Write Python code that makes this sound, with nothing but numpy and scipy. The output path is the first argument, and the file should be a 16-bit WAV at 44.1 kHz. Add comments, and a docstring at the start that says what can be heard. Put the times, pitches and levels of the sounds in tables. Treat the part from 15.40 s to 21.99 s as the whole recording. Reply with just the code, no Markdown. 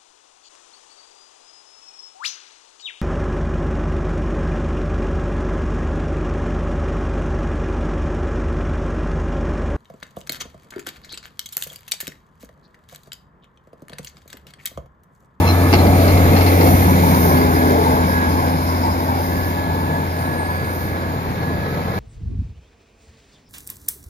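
"""A grader clears a snowy street

A diesel grader passes close by and drives off to the left, while a wheel loader nears, pushing snow.
The grader's exhaust drones and hisses under a pump whine and a turbo whistle. Tyres rumble, blades
scrape over snow, and steel squeaks and clanks on the road. Two spaced microphone openings (ports)
hear it all, the grader reaching the left one first."""
import sys
import numpy as np
from scipy import signal
from scipy.fft import rfft, irfft, next_fast_len
from scipy.io import wavfile
from scipy.ndimage import uniform_filter1d, map_coordinates

SR = 44100
rng = np.random.default_rng(int(sys.argv[2]) if len(sys.argv) > 2 else 0)


def generate_wav(sig):
    """Save sig (samples, or channels by samples) to the path in sys.argv[1] as 16-bit PCM at SR."""
    pcm = np.round(np.clip(np.atleast_2d(sig).T, -1, 1) * 32767).astype(np.int16)
    wavfile.write(sys.argv[1], SR, pcm)


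N = 290619
TIME_S = np.arange(N) / SR

GRADER_M_PER_S, NEAREST_M = 4.71, 4.9
# how each sound of the grader goes by: (loudest at [s], level [dB], falloff [1 = inverse distance])
DRONE_PASS, GEAR_PASS = (.74, -15, .93), (.19, -35, 1.3)
HISS_PASS, SHRILL_PASS = (1.3, -29.5, 1.36), (1.25, -35.5, 1.16)
CLATTER_PASS, RATTLE_PASS = (1, -29, .89), (1.3, -38.5, .95)
SIDE_ROAR_PASS, REAR_ROAR_PASS = (.95, -19.5, .87), (1.74, -19.5, .76)
RUMBLE_PASS, TREAD_PASS = (1, -19, .56), (1.93, -26, 2.2)

# engine speed, sagging under load: (time [s], firing rate [Hz])
ENGINE_SPEED = [(0, 89.9), (1.3, 90.4), (1.85, 86.2), (2.45, 84.9), (2.95, 85.4), (3.25, 86.6), (4.15, 88),
                (4.8, 87.3), (6.58, 87.1)]
# the exhaust's tone at three times the firing rate: (time [s], level [dB])
THIRD_HARMONIC = [(0, -26.5), (.55, -23), (2, -23.8), (2.8, -26.3), (3.4, -29.5), (4.45, -32.5),
                  (4.8, -38.5), (6.58, -43)]
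# the pump's whine comes and goes: (time [s], level [dB])
PUMP_LEVEL = [(0, -37), (.32, -31.5), (.45, -36), (.65, -39), (1.15, -32.5), (1.5, -30.5), (1.65, -39),
              (1.98, -27.5), (2.1, -35), (2.22, -25.5), (2.35, -31.5), (2.43, -45), (2.54, -29.5),
              (2.65, -38), (2.71, -26.5), (2.85, -24), (2.93, -40), (3.1, -35.5), (3.4, -46), (3.82, -46),
              (3.9, -36), (4.03, -31), (4.13, -40), (4.26, -34.5), (4.37, -41), (4.56, -32.5), (4.7, -40),
              (4.82, -35.5), (5.12, -30), (5.38, -38), (5.62, -35), (5.86, -50), (6.06, -34.5),
              (6.3, -35.5), (6.45, -42), (6.52, -38)]
# it also sways between the ports: (time [s], extra lead on the left [radians])
PUMP_LEAD = [(0, -.6), (.2, -.8), (.55, 0), (1.4, -.5), (1.8, .1), (2.3, -.15), (2.8, .15), (3.4, 0),
             (4.05, .4), (4.28, 1.9), (4.45, .6), (5.3, 0), (6, .6), (6.58, .6)]
# the turbo speeds up after the sag, then runs down: (time [s], pitch [Hz])
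TURBO_PITCH = [(0, 9175), (1.7, 9070), (2.5, 9420), (3.3, 9530), (4.1, 9160), (5.1, 8980), (6.58, 8790)]
# its clean whistle: (time [s], level [dB])
WHISTLE_LEVEL = [(0, -45), (.35, -49), (.75, -44.5), (1.05, -51), (2.1, -55), (2.4, -52), (2.9, -62),
                 (4.35, -59), (5, -47.5), (5.25, -50), (5.6, -63), (6.58, -85)]
# air rushing into the turbo: (time [s], level [dB])
INTAKE_LEVEL = [(0, -44), (1.55, -59), (2, -41), (3.6, -43.5), (4.1, -46), (4.35, -52), (5.2, -51.5),
                (6.58, -54)]
# extra puffs of exhaust gas: (time [s], level [dB], half length [s])
GAS_PUFFS = [(1.27, -40, 0.078), (1.85, -40.5, 0.11), (3.85, -45.5, .13), (4.05, -45, 0.073),
             (4.83, -56, .1), (5.39, -48, 0.11)]
# tones of the timing gears: (pitch [times the firing rate], relative level [dB])
GEAR_TONES = [(13, 0), (14.43, -1)]
# how hard each cylinder knocks, in firing order
KNOCK_STRENGTHS = [1, .25, .7, .2, .5, .35]

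# lugged tyres drumming over rough ice: (time [s], level [dB], half length [s])
ICE_PATCHES = [(.9, -24, 0.19), (1.6, -19.5, 0.29), (4.48, -28.5, 0.29), (6.2, -29, 0.46)]
# the blade bites hard snow: (time [s], level [dB], half length [s], brightness [dB/octave], pitch [Hz])
BLADE_BITES = [(0.035, -22, 0.049, 2, 470), (.215, -28, .064, -4, 475), (0.457, -15.5, 0.04, -5, 317),
               (.8, -25, 0.21, -20, 321), (1.235, -17.5, 0.045, -5.5, 475), (1.655, -21.5, 0.09, -1, 463),
               (1.89, -21.5, 0.06, -10, 403), (2.043, -24, 0.19, -5, 427), (2.317, -24, 0.074, -9, 440),
               (2.347, -20.5, 0.15, -7, 304), (2.426, -20, 0.05, 8, 460), (2.498, -18.5, 0.043, 7.5, 460),
               (2.608, -21, 0.065, 4.5, 448), (2.98, -26.5, 0.23, 4, 450), (3.473, -24, 0.047, 10.5, 470),
               (3.713, -26.5, 0.14, 4, 465), (4.337, -29, 0.099, 6, 450), (4.568, -24, .09, 9.5, 468),
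               (5.006, -25, 0.038, 4, 468), (5.607, -46, 0.27, 11, 480)]
# how the frame rings, before a bite shifts its pitch: (frequency [Hz], width [Hz], level [dB])
FRAME_MODES = [(460.7, 42, 1), (665, 76, -4), (865, 91, 1)]
# how the blade rings: (frequency [Hz], width [Hz], level [dB])
BLADE_MODES = [(347, 114, 12.5), (710, 160, 8), (1160, 110, -6), (2090, 200, 5), (2630, 80, 0),
               (3640, 400, -14), (4130, 90, 3), (4470, 240, -2), (5200, 60, -6)]
# steel hits the road: (time [s], grind level [dB], time to fade 60 dB [s], strike peak [dB])
ROAD_STRIKES = [(0.3287, -9.5, 0.028, -14), (.337, -9, 0.026, -18), (0.3422, -12, .045, -8),
                (.3515, -17, .065, -21), (.389, -24, 0.13, -28), (0.469, -23, .062, -30),
                (.617, -27, .13, -24), (0.679, -20, .26, -21), (0.774, -20, .045, -21),
                (.964, -19.5, 0.24, -23), (1.01, -19.5, 0.11, -15), (1.064, -20.5, 0.15, -19),
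                (1.079, -24, 0.049, -17), (1.21, -19.5, 0.12, -19), (1.271, -22.5, .06, -22),
                (1.744, -22.5, 0.065, -23), (1.972, -23, 0.052, -26)]
CONTACT_S = .00061  # how long a grind or a tap takes to build up
# steel rubs and squeaks: (time [s], level [dB], half length [s], main note [Hz])
STEEL_SQUEAKS = [(.073, -30.5, .008, 4130), (.08, -30, .013, 2620), (.085, -36, .045, 4120),
                 (.103, -25.5, .015, 4118), (.4, -33, .022, 4115), (4.71, -43.5, .03, 5080),
                 (5.17, -49, .11, 4720)]
# the side tones of each squeak: (frequency [Hz], relative level [dB], roughness [radians])
SQUEAK_TONES = [(2630, 0, 1.5), (5245, -5, 1.1), (5900, -6, 1)]

# a bright hiss, with a narrow gap near 8 kHz that is not the machines' own sound:
# (frequency [Hz], relative level [dB])
HISS_WITH_GAP = [(3000, -25), (5000, 10.5), (6500, 10), (8100, -73), (8900, 10.5), (9500, 12), (11000, 14),
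                 (13000, 17), (14500, 12), (15500, -12)]
# tone colours of the clatter, rumble, roars and loader: (frequency [Hz], relative level [dB])
CLATTER_COLOUR = [(900, -23), (1600, 10), (1900, 3), (2150, 8), (2500, 3.5), (3000, -4), (3500, -0.5),
                  (4100, 0.5), (4600, -4.5), (5100, -7), (5800, -32), (6800, -1.5), (8500, -36),
                  (14000, -23)]
RUMBLE_COLOUR = [(18, -42), (30, -32), (40, -14), (52, -8.5), (72, -1.5), (105, -10.5), (135, -4),
                 (165, -2), (200, -5.5), (250, -5.5), (330, -14), (600, -62)]
SIDE_ROAR_COLOUR = [(120, -38), (240, -11.5), (315, 8), (385, -3), (470, 1.5), (570, -0.5), (700, 4),
                    (870, -1.5), (1050, -8), (1250, -3.5), (1550, -22), (1900, -53), (3000, -34)]
REAR_ROAR_COLOUR = [(120, -19), (250, -3.5), (320, 2), (440, -5.5), (560, -2.5), (700, -1), (890, 0),
                    (1040, 0), (1250, -9), (1550, -8), (1900, -21), (3000, -69)]
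LOADER_COLOUR = [(60, -6), (125, 10.5), (170, 1), (260, -8), (450, 2.5), (650, -3.5), (950, -15.5),
                 (1400, -13), (2250, -12.5), (3000, -25.5), (4100, -20.5), (5000, -29), (5700, -26.5),
                 (7000, -55), (10000, -74)]
# the loader's hydraulics whine: (time [s], level [dB], half length [s])
HYDRAULIC_SWELLS = [(6.36, -42.5, .17)]

# echoes from house fronts: (starting delay [s], level [dB])
WALL_ECHOES = [(.013, -9.5), (.031, -17), (.058, -19.5)]
# how much sooner the left port hears the grader: (time [s], engine [ms], blade and tyres [ms], steel [ms])
LEFT_LEAD = [(0, .29, .32, .22), (.45, .34, .37, .24), (1.1, .4, .44, .33), (2.1, .45, .48, .45),
             (3, .46, .47, .47), (6.58, .47, .47, .47)]
# how alike noise is at the two ports: (frequency [Hz], likeness [0-1])
PORT_LIKENESS = [(60, 0.65), (200, 1), (500, 0.88), (900, 1), (1500, 0.87), (2200, 0.4), (3000, 0.12),
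                 (4300, 0.17), (7000, 0.032), (14000, 0.1)]
# the microphone housing shades the ports: (frequency [Hz], left minus right [dB])
HOUSING_SHADE = [(80, 0.5), (300, 0.9), (750, 3.5), (1050, 1.5), (1550, -4), (2000, -0.5), (2700, -1),
                 (3900, 5), (5100, 3), (6800, 0.5), (10000, -0.5)]
# sound bends around that housing: (frequency [Hz], extra lead on the left [radians])
HOUSING_BEND = [(100, -0.13), (500, 0.031), (1000, -0.64), (1400, -0.93), (1700, -1.02), (2000, 0.73),
                (2500, 0.3), (3000, 0.84), (4200, -0.16)]


def exhaust(firings, drone_db_per_hz=.5):
    """Six cylinders fire into a pipe, which favours the firing rate and the tone at three times that."""
    tone = lambda multiple: np.sqrt(2) * np.sin(2 * np.pi * (multiple * firings + rng.random()))
    third_db, = curves(THIRD_HARMONIC)
    firing_hz, = curves(ENGINE_SPEED)
    sag_db = drone_db_per_hz * (firing_hz - firing_hz.mean())  # a slower engine drones less
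    unsteady_db = .6 * wobble(14) + .3 * wobble(60)
    drone = amp(passing(*DRONE_PASS) + sag_db + unsteady_db) * tone(1)
    raspy_tone = np.sqrt(2) * np.sin(2 * np.pi * 3 * firings + .42 * wobble(45))
    third = amp(third_db) * unit(amp(1.8 * wobble(40))) * raspy_tone
    # unequal cylinders add weak tones at sixths of the firing rate
    uneven = sum(amp(4 * wobble(2)) * tone(k / 6) for k in range(8, 44))
    # the block buzzes at multiples of the crankshaft speed, mostly out of the side grilles
    buzz = sum(amp(3 * wobble(7)) * tone(k / 3) / k for k in range(12, 78))
    buzz_db = third_db - 4 - 10.6 * tail_share()
    return drone + third + amp(third_db - 3) * unit(uneven) + amp(buzz_db) * unit(buzz)


def pump(firings, cycles_per_firing=19.28):
    """The pump sings a fluttering note that follows the engine speed."""
    level_db = curves(PUMP_LEVEL)[0] + 1.7 * wobble(60)
    waver = .6 * wobble(24) + .36 * wobble(110) + .1 * np.array([wobble(8), wobble(8)])
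    sway = curves(PUMP_LEAD)[0] * np.array([[.5], [-.5]])
    return np.sqrt(2) * amp(level_db) * np.sin(2 * np.pi * cycles_per_firing * firings + waver + sway)


def turbo(turbo_cycles):
    """The spinning turbocharger gives a thin, high whistle."""
    flutter = .8 * np.array([wobble(70), wobble(70)])
    level_db = curves(WHISTLE_LEVEL)[0] + 2.4 * wobble(13)
    return np.sqrt(2) * amp(level_db) * np.sin(2 * np.pi * turbo_cycles + flutter)


def rushing_gas(firings, turbo_cycles):
    """Gas hisses in puffs, while a shrill rush and the air intake follow the turbo's pitch."""
    def band(multiple, width_hz):
        slow_noise = filtered(noise_pair(), lambda hz: 1 / (1 + (hz / width_hz) ** 2))
        return unit(np.sin(2 * np.pi * multiple * turbo_cycles) * slow_noise)

    puffs = swells(GAS_PUFFS)
    hiss = (amp(passing(*HISS_PASS)) + puffs) * spread(patchy(depth_db=1.4), HISS_WITH_GAP)
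    shrill = (amp(passing(*SHRILL_PASS)) + puffs) * band(multiple=1.56, width_hz=260)
    intake = amp(curves(INTAKE_LEVEL)[0] + 2.2 * wobble(32)) * band(multiple=.535, width_hz=380)
    throb = unit(np.exp(.088 * np.cos(2 * np.pi * firings)))  # one swell for each firing
    surge = amp(.5 * wobble(8) + .8 * wobble(18) + .3 * wobble(40))
    return (hiss + shrill + intake) * throb * surge


def gears(firings):
    """The timing gears sing, loudest while the engine's side faces the listener."""
    tone = lambda multiple: np.sin(2 * np.pi * multiple * firings + .5 * wobble(30))
    teeth = sum(amp(db + wobble(6.2)) * tone(multiple) for multiple, db in GEAR_TONES)
    return amp(passing(*GEAR_PASS)) * unit(teeth)


def clatter(firings, knock_s=.003):
    """The engine knocks at each firing, among the crunch of breaking ice."""
    since_firing_s = firings % 1 / curves(ENGINE_SPEED)[0]
    strength = np.take(KNOCK_STRENGTHS, firings.astype(int), mode="wrap")
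    blows = strength * np.exp(-since_firing_s / knock_s)
    knock = patchy(depth_db=1.3) * unit(1 + .73 * blows)
    crunch = .3 * bursts(per_s=90, fade_s=.006, scatter_db=1.5) * noise_pair()
    return amp(passing(*CLATTER_PASS) + .5 * wobble(21.2)) * spread(knock + crunch, CLATTER_COLOUR)


def ploughing(screen_db=3.5):
    """Tyres rumble and the blade roars over packed snow; from behind, the body screens the rumble."""
    behind = tail_share()
    rumble_db = passing(*RUMBLE_PASS) - screen_db * behind + 1.9 * wobble(10)
    rumble = amp(rumble_db) * spread(noise_pair(), RUMBLE_COLOUR)
    judder = amp(.5 * wobble(15))  # the blade catches and slips
    # the roar is hollower from behind than from the side
    side = amp(passing(*SIDE_ROAR_PASS)) * spread(patchy(depth_db=2), SIDE_ROAR_COLOUR)
    rear = amp(passing(*REAR_ROAR_PASS)) * spread(patchy(depth_db=1.2), REAR_ROAR_COLOUR)
    return rumble + judder * (np.sqrt(1 - behind) * side + np.sqrt(behind) * rear)


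def tyre_drumming(pitch_hz=165.6, width_hz=62):
    """Lugged tyres roll over rough ice and boom around one low note."""
    boom = filtered(rng.standard_normal(N), lambda hz: ringing([(pitch_hz, width_hz, 0)], hz) ** 2)
    return (amp(passing(*TREAD_PASS)) + swells(ICE_PATCHES)) * unit(boom)


def frame_groans():
    """The frame groans whenever the blade bites, its pitch set by the strain."""
    rub = spread(noise_pair(), [(70, -60), (170, -14), (350, 0), (950, -3), (1250, -45)])

    def groan(tilt_db, pitch_hz):
        scale = FRAME_MODES[0][0] / pitch_hz  # moves the lowest ring to the bite's pitch
        response = lambda hz: ringing(FRAME_MODES, hz * scale) * amp(tilt_db * np.log2(hz + 1))
        return unit(filtered(rub, response))

    return sum(swells([bite]) * groan(tilt_db, pitch_hz) for *bite, tilt_db, pitch_hz in BLADE_BITES)


def clanks(thud_db=-8.5, hard_hz=4300):
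    """Each hard strike on the road rings the blade, with a short grind and a thud through the frame."""
    envelope, strikes = np.zeros((2, N))
    for start_s, grind_db, fade_s, strike_db in ROAD_STRIKES:
        age_s = TIME_S - start_s
        rise = np.clip(age_s / CONTACT_S + 1, 0, 1)
        envelope += rise * amp(grind_db - 60 * np.maximum(age_s, 0) / fade_s)
        strikes[round(start_s * SR)] += amp(strike_db)
    blade = lambda hz: ringing(BLADE_MODES, hz)
    scrape = spread(noise_pair(), [(5200, 18), (9000, -15)])
    grind = filtered(envelope * scrape, blade) / np.std(filtered(scrape, blade))
    dull_noise = spread(noise_pair(), [(120, -3), (260, -12), (800, 7), (1800, 9), (3000, -43)])
    thud = amp(thud_db) * envelope * dull_noise
    # a hard strike favours the blade's high notes
    struck_blade = lambda hz: blade(hz) * ringing([(hard_hz, hard_hz, 0)], hz)
    ring_peak = np.abs(filtered(signal.unit_impulse(N), struck_blade)).max()
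    return grind + thud + filtered(strikes, struck_blade) / ring_peak


def squeaks(side_db=-8):
    """Rubbing steel sticks and slips, singing a main note and a few rough side tones."""
    tone = lambda hz, rough: np.sin(2 * np.pi * hz * TIME_S + rough * wobble(260))
    sides = amp(side_db) * unit(sum(amp(db) * tone(hz, rough) for hz, db, rough in SQUEAK_TONES))
    grip = unit(amp(2.2 * wobble(308)))
    return grip * sum(swells([rub]) * (unit(tone(hz, rough=.58)) + sides) for *rub, hz in STEEL_SQUEAKS)


def rattle(taps_per_s=62, pitch_hz=2170, spread_hz=130, scatter_db=4, fade_s=.026):
    """Loose steel links chatter at an uneven pace, each tap with its own pitch and strength."""
    count = int(taps_per_s * N / SR)
    late, detune, size = rng.uniform(-1, 1, (count, 3)).T[:, :, None]
    age_s = np.arange(SR // 20) / SR
    starts = ((np.arange(count)[:, None] + 1 + late) * SR / taps_per_s).astype(int)
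    envelope = amp(scatter_db * size - 60 * age_s / fade_s) * (1 - np.exp(-age_s / CONTACT_S))
    taps = envelope * np.sin(2 * np.pi * (pitch_hz + spread_hz * detune) * age_s)
    positions = starts + np.arange(len(age_s))
    chatter = unit(np.bincount(positions.ravel(), taps.ravel(), N)[:N])  # adds each tap in its place
    return amp(passing(*RATTLE_PASS)) * np.array([chatter, chatter])


def loader(start_db=-39, start_m=36.3, m_per_s=4.22, hiss_db=-25):
    """Straight ahead of the listener, the loader growls, hisses and shoves snow, louder as it nears."""
    distance_m = np.maximum(start_m - m_per_s * TIME_S, NEAREST_M)
    shove = patchy(depth_db=1.5) + .5 * bursts(per_s=76, fade_s=.0063, scatter_db=2) * noise_pair()
    hiss = amp(hiss_db) * spread(noise_pair(), HISS_WITH_GAP)
    lurch_db = .9 * wobble(16)
    return amp(start_db + lurch_db) * start_m / distance_m * (spread(shove, LOADER_COLOUR) + hiss)


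def hydraulics(pitch_hz=1290):
    """The loader's hydraulics give a short, unsteady whine as it comes close."""
    return swells(HYDRAULIC_SWELLS) * unit(np.sin(2 * np.pi * pitch_hz * TIME_S + 1.5 * wobble(70)))


def street(sound, delay_growth=.0006):
    """House fronts echo all but the bass; the echoes come later as the grader drives on."""
    n = np.arange(N)
    bright = filtered(sound, lambda hz: np.clip(hz / 300 - 1, 0, 1))
    for delay_s, db in WALL_ECHOES:
        read_at = (1 - delay_growth) * n - delay_s * SR
        sound = sound + amp(db) * np.array([np.interp(read_at, n, side, period=N) for side in bright])
    return sound


def ports(pair, lead_ms):
    """Sound from the left reaches that port first; the housing shades and delays each port differently."""
    shift = lead_ms * SR / 1000 / 2
    earlier = lambda side, by: map_coordinates(side, [np.arange(N) + by], order=5, mode="mirror")
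    arriving = np.array([earlier(pair[0], shift), earlier(pair[1], -shift)])
    housing = lambda hz: amp(along(HOUSING_SHADE, hz)) * np.exp(1j * along(HOUSING_BEND, hz))
    return filtered(arriving, lambda hz: housing(hz) ** np.array([[.5], [-.5]]))  # half to each port


def passing(peak_s, peak_db, falloff):
    """Level in dB of a part of the grader as it drives by in a straight line."""
    travelled_m = GRADER_M_PER_S * (TIME_S - peak_s)
    return peak_db - falloff * 20 * np.log10(np.hypot(travelled_m, NEAREST_M) / NEAREST_M)


def tail_share(halfway_s=1.64, turn_s=.32):
    """How far the grader has turned its tail to the listener, from 0 to 1."""
    return .5 + .5 * np.tanh((TIME_S - halfway_s) / (2 * turn_s))


def amp(db):
    """Turn decibels into a gain."""
    return 10 ** (np.asarray(db) / 20)


def unit(x):
    """Scale x to an average (rms) level of 1."""
    return x / np.sqrt(np.mean(x ** 2) + 1e-20)


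def along(points, hz):
    """Read between (frequency [Hz], value) points, with octaves evenly spaced."""
    point_hz, values = np.transpose(points)
    return np.interp(np.log(hz + 1), np.log(point_hz + 1), values)


def curves(rows):
    """One value per sample for each column after the time."""
    times_s, *columns = np.transpose(rows)
    return [np.interp(TIME_S, times_s, column) for column in columns]


def swells(rows):
    """Smooth rises and falls from rows of (time [s], level [dB], half length [s])."""
    return sum(amp(db) * np.exp(-((TIME_S - peak_s) / half_s) ** 2) for peak_s, db, half_s in rows)


def wobble(per_s):
    """A smooth curve through this many random values a second."""
    return map_coordinates(rng.standard_normal(int(N * per_s / SR) + 4), [TIME_S * per_s])


def bursts(per_s, fade_s, scatter_db):
    """The loudness outline of short random impacts of uneven size."""
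    blows = (rng.random(N) < per_s / SR) * amp(scatter_db * np.clip(rng.standard_normal(N), -2, 2))
    fade = np.exp(-np.arange(SR // 10) / SR / fade_s)
    return unit(signal.fftconvolve(blows, fade)[:N])


def noise_pair():
    """Two unrelated white noises."""
    return rng.standard_normal((2, N))


def patchy(depth_db):
    """Two noises whose level drifts in patches of time and frequency."""
    spectra = signal.stft(noise_pair(), nperseg=1024)[2]
    patches = uniform_filter1d(rng.standard_normal(spectra.shape[1:]), size=7, axis=0)
    patches = uniform_filter1d(patches, size=9, axis=1)
    return signal.istft(spectra * amp(depth_db * unit(patches)), nperseg=1024)[1][:, :N]


def filtered(x, response):
    """Multiply each frequency in x by response(hz)."""
    size = next_fast_len(N + SR // 2)
    return irfft(rfft(x, size) * response(np.fft.rfftfreq(size, 1 / SR)), size)[..., :N]


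def ringing(modes, hz):
    """How an object answers each frequency, from its (frequency [Hz], width [Hz], level [dB]) modes."""
    return sum(amp(db) * 1j * hz * width / (centre ** 2 - hz ** 2 + 1j * hz * width)
               for centre, width, db in modes)


def spread(pair, spectrum):
    """Shape two unrelated noises by (frequency [Hz], level [dB]) points into partly alike channels."""
    def response(hz):
        angle = np.arccos(np.clip(along(PORT_LIKENESS, hz), -1, 1)) / 2
        return amp(along(spectrum, hz)) * [np.cos(angle), np.sin(angle)]

    shared, opposite = filtered(pair, response)
    return unit(np.array([shared + opposite, shared - opposite]))


def scene():
    """The grader's engine, blade and steel each arrive from their own direction; the loader follows."""
    firings = np.cumsum(curves(ENGINE_SPEED)[0]) / SR  # firings counted so far
    turbo_cycles = np.cumsum(curves(TURBO_PITCH)[0]) / SR
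    engine = exhaust(firings) + pump(firings) + turbo(turbo_cycles) + gears(firings)
    engine += rushing_gas(firings, turbo_cycles) + street(clatter(firings) + rattle())
    blade = street(ploughing()) + tyre_drumming() + frame_groans()
    steel = clanks() + squeaks()
    engine_lead_ms, blade_lead_ms, steel_lead_ms = curves(LEFT_LEAD)
    grader = ports(engine, engine_lead_ms) + ports(blade, blade_lead_ms) + ports(steel, steel_lead_ms)
    return grader + loader() + hydraulics()


def record(dry):
    """The recorder rounds off the highest peaks and cuts the very highest treble."""
    ceiling, top_hz = .95, 14700
    rounded = dry / (1 + np.abs(dry / ceiling) ** 8) ** (1 / 8)
    return filtered(rounded, lambda hz: hz < top_hz)


dry = scene()
out = record(dry)
generate_wav(out)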